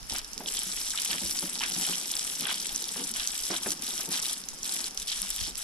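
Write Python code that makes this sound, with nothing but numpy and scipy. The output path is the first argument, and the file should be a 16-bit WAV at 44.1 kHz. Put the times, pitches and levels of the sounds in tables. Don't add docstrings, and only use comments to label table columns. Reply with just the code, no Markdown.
import sys
import numpy as np
from scipy import signal
from scipy.fft import rfft, irfft, next_fast_len
from scipy.io import wavfile
from scipy.ndimage import uniform_filter1d

SR = 44100
rng = np.random.default_rng(int(sys.argv[2]) if len(sys.argv) > 2 else 0)


def waveform_to_disk(signal):
    frames = np.transpose(np.atleast_2d(signal))
    scaled = np.clip(frames, -1, 1) * 32767
    samples = np.round(scaled).astype(np.int16)
    wavfile.write(sys.argv[1], SR, samples)


N = 248283


def from_db(db):
    return 10 ** (np.asarray(db) / 20)


def rms_one(x):
    return x / np.sqrt(np.mean(x ** 2) + 1e-20)


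def level(rows):
    times, levels_db = np.transpose(rows)
    return from_db(np.interp(np.arange(N) / SR, times, levels_db))


def envelope(s, length_s, attack_s, decay_s):
    age = np.arange(N) / SR - s
    rise = np.clip(age / attack_s, 0, 1)
    return rise * np.exp(-np.clip((age - length_s) / decay_s, 0, 20))


def over_bins(points, size):
    hz, value = np.transpose(points)
    bins_hz = np.arange(size // 2 + 1) * SR / size
    return np.interp(np.log(bins_hz + 1), np.log(hz), value)


def colour(x, spectrum):
    size = 8192
    cepstrum = irfft(np.log(from_db(over_bins(spectrum, size))))
    cepstrum[1:size // 2] *= 2
    cepstrum[size // 2 + 1:] = 0
    impulse_response = irfft(np.exp(rfft(cepstrum)))
    return signal.oaconvolve(x, impulse_response[None], axes=1)[:, :N]


def shaped(x, spectrum):
    (low, low_db), (high, high_db) = spectrum[0], spectrum[-1]
    return rms_one(colour(x, [(low / 2, low_db - 20), *spectrum, (high * 2, high_db - 40)]))


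def band(x, low_hz, high_hz):
    edges = [max(low_hz, 10), min(high_hz, SR * .45)]
    return signal.sosfilt(signal.butter(1, edges, "band", fs=SR, output="sos"), x)


def drift(rate):
    step = 20
    settle = 2000
    r = np.exp(-2 * np.pi * step * rate / SR)
    noise = rng.standard_normal(N // step + settle + 2)
    slow = signal.lfilter([1], [1, -2 * r, r * r], noise)[settle:]
    return np.interp(np.arange(N) / step, np.arange(len(slow)), rms_one(slow))


def stereo_noise(alike, size):
    both, *own = rng.standard_normal((3, size))
    alike = np.clip(alike, 0, 1)
    return np.sqrt(alike) * both + np.sqrt(1 - alike) * np.array(own)


def steady(x, span_s):
    power = uniform_filter1d(np.mean(x ** 2, axis=0), int(span_s * SR) + 1)
    return x / np.sqrt(power + 1e-9)


def drops(per_s, spread_db, clump_db, clump_rate):
    size_db = spread_db * np.minimum(rng.exponential(1, N), 3.8)
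    sizes = from_db(size_db + clump_db * drift(clump_rate))
    return sizes * rng.choice([-1, 1], N) * (rng.random(N) < per_s / SR)


def splashes(impacts, pitches, width_hz, crack_s, tail_s, tail_db, alike, wander_db):
    t = np.arange(2048) / SR
    spot, out = rng.integers(0, len(pitches), N), 0
    for k, hz in enumerate(pitches):
        crack = rms_one(stereo_noise(alike, len(t)) * np.exp(-t / crack_s))
        tail = rms_one(stereo_noise(0, len(t)) * np.exp(-t / tail_s))
        low = np.hypot(hz, width_hz / 2) - width_hz / 2
        splash = rms_one(band(crack + from_db(tail_db) * tail, low, low + width_hz))
        aim = from_db(wander_db * drift(27.4))
        landed = impacts * aim * (spot == k)
        out = out + signal.oaconvolve(landed[None], splash, axes=1)
    return out


def ring(clicks, hz, t60):
    r, w = from_db(-60 / (t60 * SR)), 2 * np.pi * hz / SR
    mode = signal.lfilter([0, np.sin(w)], [1, -2 * r * np.cos(w), r * r], clicks + 1e-18)
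    return 2 * np.sqrt(1 - r) * mode


# time in seconds, relative level in dB.
BREEZE_LEVEL = [(0, -44.5), (.2, -55), (.6, -51), (2.2, -55.5), (4.3, -56), (5.63, -51)]
# frequency in Hz, relative level in dB per Hz.
BREEZE_COLOUR = [(12, 0.5), (28, 2.5), (45, -1), (75, -21), (130, -19), (400, -32)]
# peak time in seconds, relative level in dB, decay in seconds.
CAMERA_BUMPS = [(0.017, -42.5, 0.048), (0.121, -38, 0.015), (1.239, -41, 0.047), (5.415, -34.5, 0.03)]


def breeze():
    t = np.arange(N) / SR
    force = sum(from_db(db) * (t > s) * np.exp(-np.abs(t - s) / decay_s)
                for s, db, decay_s in CAMERA_BUMPS)
    bump_colour = [(25, 16.0), (55, 14.5), (100, 2.5), (190, -2), (300, -13)]  # (Hz, dB per Hz)
    bumps = force * steady(shaped(stereo_noise(0.063, N), bump_colour), span_s=0.0069)
    gusts = from_db(3.5 * drift(8) - 1.5)
    rumble = shaped(stereo_noise(0.11, N), BREEZE_COLOUR)
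    return bumps + from_db(-0.5) * level(BREEZE_LEVEL) * gusts * rumble


# frequency in Hz, relative level in dB per Hz.
HISS_COLOUR = [(2000, 7.5), (4300, 8.5), (5200, 19), (5900, 14), (7000, 6.5), (8700, 1), (10000, 14),
               (11500, 4), (14500, -4)]


def nozzle():
    return from_db(-47.5) * shaped(stereo_noise(0.13, N), HISS_COLOUR)


# frequency in Hz, relative level in dB per Hz.
MURMUR_COLOUR = [(30, -20), (100, -14.5), (190, -2), (500, -7), (1000, -3.5), (1700, -2.5), (2600, -15)]


def street():
    return from_db(-56.0) * shaped(stereo_noise(0.58, N), MURMUR_COLOUR)


# time in seconds, relative level in dB.
JET_LEVEL = [(0, -39.5), (0.55, -33), (0.75, -34.5), (1.0, -33), (1.55, -34.5), (1.82, -31), (2.03, -34.5),
             (2.18, -33), (2.35, -35), (2.9, -37.5), (3.22, -33), (3.9, -30.5), (4.3, -35), (4.8, -32),
             (5.63, -35.5)]
# start in seconds, length in seconds, relative level in dB.
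JET_SWEEPS = [(0.076, 0.12, 1.5), (0.23, 0.2, -16.5), (0.453, 2.66, -0.5), (3.124, 0.46, -1.5),
              (3.61, 0.12, -2), (3.803, 0.26, -4), (4.096, 0.1, 1), (4.205, 0.13, 1.5),
              (4.324, 0.075, -8.5), (4.623, 0.26, -1), (4.961, 0.07, -6), (5.054, 0.44, -1),
              (5.558, 0.11, 1)]
SWEEP_ATTACK_S, SWEEP_DECAY_S = 0.021, 0.0095
STRAY_DB = -12


def jet():
    on = [from_db(db) * envelope(s, length_s, SWEEP_ATTACK_S, SWEEP_DECAY_S)
          for s, length_s, db in JET_SWEEPS]
    return level(JET_LEVEL) * np.hypot(np.max(on, axis=0), from_db(STRAY_DB))


# frequency in Hz, filter gain in dB.
FINE_COLOUR = [(400, -7), (1000, -11), (2100, -3), (2650, -10), (3200, 0), (3700, 0.5), (4300, -2.5),
               (5600, 4.5), (6900, -2), (8000, 4), (9000, -0.5), (10000, 5), (12800, -9.5), (14500, -14.5)]


def spatter(force):
    rate = 3000 * (force / force.max()) ** 1.1
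    impacts = drops(per_s=rate, spread_db=4.2, clump_db=1.5, clump_rate=180)
    wet = splashes(impacts, np.linspace(2800, 13500, num=22), width_hz=1900, crack_s=0.00045,
                   tail_s=0.01, tail_db=-5.5, alike=0.88, wander_db=3.2)
    sway = from_db(0.98 + 1.22 * drift(9.2))
    return sway * force * steady(shaped(wet, FINE_COLOUR), span_s=0.04)


# start in seconds, length in seconds (also the rise
# time), relative level in dB.
SQUARE_HITS = [(0.142, 0.016, -41.5), (0.946, 0.041, -42.5), (1.094, 0.032, -40), (1.594, 0.043, -37.5),
               (1.787, 0.13, -47), (2.405, 0.095, -37), (2.968, 0.017, -45), (3.148, 0.054, -41.5),
               (3.48, 0.071, -41.5), (3.939, 0.064, -47), (4.088, 0.069, -40.5)]
# frequency in Hz, filter gain in dB.
HOLLOW_COLOUR = [(300, -29.5), (650, 2), (920, -3.5), (1150, 1), (1550, 5), (2200, 1.5), (3400, 4),
                 (4500, 0), (7000, -26)]
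RATTLE_DECAY_S = 0.033
GLANCING_DB = -19
PLOP_CYCLES, PLOP_DB = 64, -12


def panel(force):
    square = sum(from_db(db) * envelope(s, length_s, length_s, RATTLE_DECAY_S)
                 for s, length_s, db in SQUARE_HITS)
    impacts = drops(per_s=600, spread_db=3.0, clump_db=1.5, clump_rate=50)
    hollow = splashes(impacts, np.linspace(700, 4000, num=10), width_hz=1500, crack_s=0.0008,
                      tail_s=0.014, tail_db=-3, alike=0.74, wander_db=3.5)
    pitches = np.geomspace(780, 2400, num=24)
    pocket = rng.integers(0, 2 * len(pitches), N)
    plops = sum(ring(impacts * (pocket == k), hz, PLOP_CYCLES / hz) for k, hz in enumerate(pitches))
    rattle = shaped(rms_one(hollow[:, :N]) + from_db(PLOP_DB) * rms_one(plops), HOLLOW_COLOUR)
    force_on_panel = np.hypot(square, from_db(GLANCING_DB) * force)
    return from_db(6.0) * force_on_panel * steady(rattle, span_s=0.064)


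# time in seconds, relative level in dB.
DRIPPING_LEVEL = [(0, -64), (0.55, -55), (0.92, -58.5), (1.6, -51), (2.2, -54.5), (2.8, -52.5), (3.3, -59),
                  (3.8, -50.5), (4.5, -56.5), (4.8, -52), (5.05, -58.5), (5.63, -64)]
# start in seconds, length in seconds, relative level in dB.
ROOF_GUSHES = [(0.096, 0.038, -45), (0.36, 0.11, -50.5), (1.084, 0.08, -47.5), (1.209, 0.028, -45),
               (1.409, 0.023, -45.5), (1.704, 0.13, -46.5), (1.874, 0.018, -43.5), (2.398, 0.031, -43.5),
               (2.958, 0.079, -48), (4.065, 0.048, -42.5), (5.46, 0.043, -50.5)]
# frequency in Hz, relative level in dB, 60 dB decay in seconds.
SHEET_MODES = [(156, -4, 0.73), (185, 1, 0.26), (213, -0.5, 0.13), (254.6, -2, 0.34), (288, -5, 0.09),
               (341.4, -0.5, 0.91), (420, -1, 0.23), (470, -5.5, 0.1), (545, -6, 0.19), (761, -3, 0.096)]
# frequency in Hz, filter gain in dB.
ROOF_COLOUR = [(90, -18.5), (135, -29), (170, 3.5), (400, -2), (600, -13), (900, -3.5), (2000, -17.5)]
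GUSH_ATTACK_S, GUSH_DECAY_S = 0.012, 0.029
RUN_OFF_EVEN_S = 0.055


def roof():
    gushes = sum(from_db(db) * envelope(s, length_s, GUSH_ATTACK_S, GUSH_DECAY_S)
                 for s, length_s, db in ROOF_GUSHES)
    impacts = drops(per_s=190, spread_db=3.0, clump_db=2.5, clump_rate=12)
    thuds = splashes(impacts, np.linspace(200, 800, num=6), width_hz=370, crack_s=0.0058,
                     tail_s=0.0028, tail_db=-3.5, alike=1.0, wander_db=-1.0)
    hum = sum(from_db(db) * ring(impacts * rng.standard_normal(N), hz, t60)
              for hz, db, t60 in SHEET_MODES)
    drumming = shaped(thuds, ROOF_COLOUR) + from_db(-1.0) * rms_one(hum)
    flow = np.hypot(gushes, level(DRIPPING_LEVEL))
    return from_db(0.47) * flow * steady(drumming, span_s=RUN_OFF_EVEN_S)


# start in seconds, relative peak level in dB, pitch in Hz.
SINGLE_DROPS = [(0.0987, -23, 5400), (0.1205, -20.5, 5630), (0.162, -20.5, 5370), (0.184, -19, 7300),
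                (0.2454, -28, 5200), (0.332, -26.5, 5730), (0.378, -21.5, 5340), (0.4594, -25.5, 3450),
                (0.4835, -21, 3260), (0.4874, -20, 5310), (0.549, -27.5, 3720), (0.5828, -26, 3260),
                (0.8136, -22, 5300), (0.905, -19.5, 5500), (0.9748, -19.5, 3680), (1.0186, -16, 8050),
                (1.048, -13, 10100), (1.1055, -18.5, 4500), (1.1107, -22, 3220), (1.1297, -21, 3470),
                (1.26, -17.5, 4900), (1.3088, -17, 5640), (1.3606, -21, 7600), (1.3886, -18, 4800),
                (1.591, -22, 5450), (1.6065, -25, 3110), (1.6144, -25, 2930), (1.6172, -27, 3620),
                (1.6831, -19, 9800), (1.8114, -17, 7700), (1.8505, -20.5, 3140), (1.9335, -22.5, 2990),
                (2.1162, -13, 10500), (2.138, -23.5, 3320), (2.1667, -15, 5160), (2.1932, -16.5, 5600),
                (2.4077, -16.5, 9800), (2.4533, -24.5, 3260), (2.5424, -18, 4900), (2.668, -17.5, 7800),
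                (2.76, -13.5, 5950), (2.824, -16, 9760), (2.8883, -30, 3440), (3.04, -21.5, 5830),
                (3.2735, -13.5, 6200), (3.3774, -18.5, 8100), (3.5632, -20.5, 3800), (3.6882, -17.5, 5900),
                (3.705, -14, 5800), (3.718, -15.5, 6230), (3.9056, -25.5, 3700), (3.9838, -28, 5500),
                (4.0078, -17, 10600), (4.0892, -22, 9870), (4.116, -28, 5830), (4.156, -19.5, 6000),
                (4.2558, -20.5, 3730), (4.2654, -20, 10400), (4.296, -23, 3470), (4.3094, -26, 8100),
                (4.4214, -34.5, 5200), (4.4866, -21, 6200), (4.6309, -20.5, 5800), (4.8045, -19, 5500),
                (4.8413, -21, 4300), (4.9745, -17.5, 5940), (5.018, -28.5, 3600), (5.077, -26, 10700),
                (5.0987, -22, 4170), (5.122, -20.5, 3750), (5.2175, -13.5, 9700), (5.3033, -14.5, 7800),
                (5.3622, -14, 10300), (5.4017, -21, 5600), (5.5544, -22.5, 5440)]
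DROP_DB, DROP_SPRAY_DB = 3.5, -8
DROP_BURST_S, DROP_CYCLES, DROP_CRACK_S = .0006, 2.2, .0005
STRAY_PAN_DB = -7.5


def fat_drops(force):
    out, t = np.zeros((2, N)), np.arange(2048) / SR
    for s, db, hz in SINGLE_DROPS:
        age = t * hz / DROP_CYCLES
        ping = age * np.exp(1 - age) * np.sin(2 * np.pi * hz * t)
        crack = band(stereo_noise(0.9, len(t)) * np.exp(-t / DROP_CRACK_S), hz * 0.8, hz * 1.7)
        crack = from_db(7) * band(crack, 2000, 9000)
        spray = band(stereo_noise(0.6, len(t)) * np.exp(-t / 0.005), hz * 0.8, hz * 1.15)
        drop = ping + crack + from_db(DROP_SPRAY_DB) * spray / spray.max()
        drop = from_db(db + DROP_DB) * drop / np.abs(drop).max()
        at = round((s + DROP_BURST_S) * SR)
        pan_db = STRAY_PAN_DB * np.clip(1 - force[at] / np.median(force), 0, 1)
        panned = drop * from_db([[pan_db / 2], [-pan_db / 2]])
        out[:, at:at + len(t)] += panned[:, :N - at]
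    return out


# start in seconds, relative level in dB, reference pitch in Hz.
SLUGS = [(0.405, -37, 900), (1.428, -40.5, 850), (2.960, -37, 470), (3.502, -27.5, 442),
         (3.6606, -27.5, 419)]
SLAP_CRACK_DB, SLAP_SMACK_DB, SLAP_SLOSH_DB = 14, 8, 7.5
SLAP_SAG, SLAP_SAG_S = 0.25, 0.0216
SLAP_RING_DB, SLAP_RING_SHARE, SLAP_RING_S, SLAP_RING_WAVER = -5.5, .9, .036, .15
SLAP_BOOM_DB, SLAP_BOOM_SHARE = -4, .56


def slaps():
    out, t = np.zeros((2, N)), np.arange(8192) / SR
    waver, ragged = drift(50), from_db(4 * drift(150))
    for s, db, reference_hz in SLUGS:
        at = round(s * SR)
        span = slice(at, at + len(t))
        crack = from_db(SLAP_CRACK_DB) * np.exp(-t / 0.0001)
        smack = from_db(SLAP_SMACK_DB) * stereo_noise(0.7, len(t)) * np.exp(-t / 0.008)
        slosh = from_db(SLAP_SLOSH_DB) * stereo_noise(0.9, len(t)) * ragged[span] * np.exp(-t / 0.02)
        sagging = t - SLAP_SAG * (t - SLAP_SAG_S * (1 - np.exp(-t / SLAP_SAG_S)))
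        wavering = sagging + SLAP_RING_WAVER * np.cumsum(waver[span]) / SR
        turn = 2 * np.pi * SLAP_RING_SHARE * reference_hz * wavering
        modes = np.sin(turn) + from_db(SLAP_BOOM_DB) * np.sin(SLAP_BOOM_SHARE * turn)
        hollow = from_db(SLAP_RING_DB) * modes * np.exp(-t / SLAP_RING_S)
        hit = band(crack + smack, low_hz=400, high_hz=2100)
        out[:, span] += from_db(db) * (hit + band(slosh, low_hz=220, high_hz=760) + hollow)
    return band(out, low_hz=150, high_hz=3200)


# start in seconds, length in seconds, relative level in dB.
BIG_DROP_BURSTS = [(0.55, 0.053, -36), (1.79, 0.15, -39), (2.435, 0.22, -40.5), (3.144, 0.092, -40),
                   (3.513, 0.079, -42), (4.131, 0.048, -37.5), (4.22, 0.12, -43.5), (5.069, 0.061, -34),
                   (5.373, 0.086, -38)]
# frequency in Hz, filter gain in dB.
BIG_DROP_COLOUR = [(1800, -3), (2600, -7.5), (3300, 1), (4100, -6), (5500, 1), (9000, -9)]
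COARSE_ATTACK_S, COARSE_DECAY_S = 0.011, 0.031


def coarse_spatter():
    force = sum(from_db(db) * envelope(s, length_s, COARSE_ATTACK_S, COARSE_DECAY_S)
                for s, length_s, db in BIG_DROP_BURSTS)
    impacts = drops(per_s=280, spread_db=3.5, clump_db=3.0, clump_rate=65)
    plops = splashes(impacts, np.linspace(2600, 4800, num=7), width_hz=920, crack_s=0.0011,
                     tail_s=0.012, tail_db=-5, alike=0.88, wander_db=3.5)
    return force * steady(shaped(plops, BIG_DROP_COLOUR), span_s=0.036)


# start in seconds, relative level in dB, starting pitch in Hz.
AIR_POCKETS = [(0.663, -40, 185), (0.935, -33.5, 1500), (0.946, -31.5, 1250), (1.128, -29, 1700),
               (1.226, -35, 185), (1.428, -35.5, 175), (1.438, -35, 320), (1.608, -27, 920),
               (1.618, -31, 1700), (1.636, -32, 1400), (1.760, -32, 175), (1.888, -35.5, 175),
               (1.893, -37.5, 375), (2.469, -34, 1530), (2.491, -33, 900), (2.493, -29, 1480),
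               (2.986, -35, 255), (3.014, -34, 268), (3.101, -40, 215), (5.217, -41, 188)]
GLUG_CYCLES, GLUG_RISE = 5.5, .06


def glugs():
    out, t = np.zeros((2, N)), np.arange(8192) / SR
    for s, db, hz in AIR_POCKETS:
        cycles = t * hz
        turn = 2 * np.pi * cycles * (1 + GLUG_RISE * (1 - np.exp(-cycles / 10)))
        modes = np.sin(turn) + from_db(-9.5) * np.sin(1.75 * turn)
        body = modes * np.exp(-cycles / GLUG_CYCLES) * (1 - np.exp(-cycles))
        smack = band(stereo_noise(1.0, len(t)) * np.exp(-t / 0.011), hz * 0.96, hz * 1.4)
        at = round(s * SR)
        out[:, at:at + len(t)] += from_db(db) * (body + from_db(4) * smack)
    return out


# frequency in Hz, lead of the left port in radians.
LEFT_LEAD = [(700, -.2), (1200, .9), (2050, 2.9), (2700, -.3), (3400, .55), (5500, 1.2), (6600, 2.0),
             (7200, 0), (8000, 1.1), (9300, 2.8), (11000, .9)]


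def from_the_left(x):
    size = next_fast_len(N + 4096)
    right = irfft(rfft(x[1], size) * np.exp(-1j * over_bins(LEFT_LEAD, size)), size)[:N]
    return np.array([x[0], right])


# frequency in Hz, left-right level difference in dB.
LEFT_RIGHT_BALANCE = [(300, 0), (700, -4.5), (1200, 0), (1750, 2.5), (2700, -1.5), (3400, 0), (4400, 2),
                      (5700, -4), (7000, -4), (8200, 5), (9200, -7), (10000, 21.5), (11600, -4),
                      (13500, 7.5)]


def ports(x):
    hz, tip_db = np.transpose(LEFT_RIGHT_BALANCE)
    gains_db = [10 * np.log10(2 / (1 + from_db(side * tip_db) ** 2)) for side in (-1, 1)]
    return np.vstack([colour(x[[k]], np.column_stack([hz, gains_db[k]])) for k in range(2)])


def scene():
    force = jet()
    water = spatter(force) + fat_drops(force) + coarse_spatter() + panel(force) + roof()
    from_jet_side = from_the_left(water + nozzle() + street())
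    return ports(from_jet_side + slaps() + glugs()) + breeze()


def record(dry):
    return signal.sosfilt(signal.cheby2(14, 60, 15700, fs=SR, output="sos"), dry)


dry = scene()
out = record(dry)
waveform_to_disk(out)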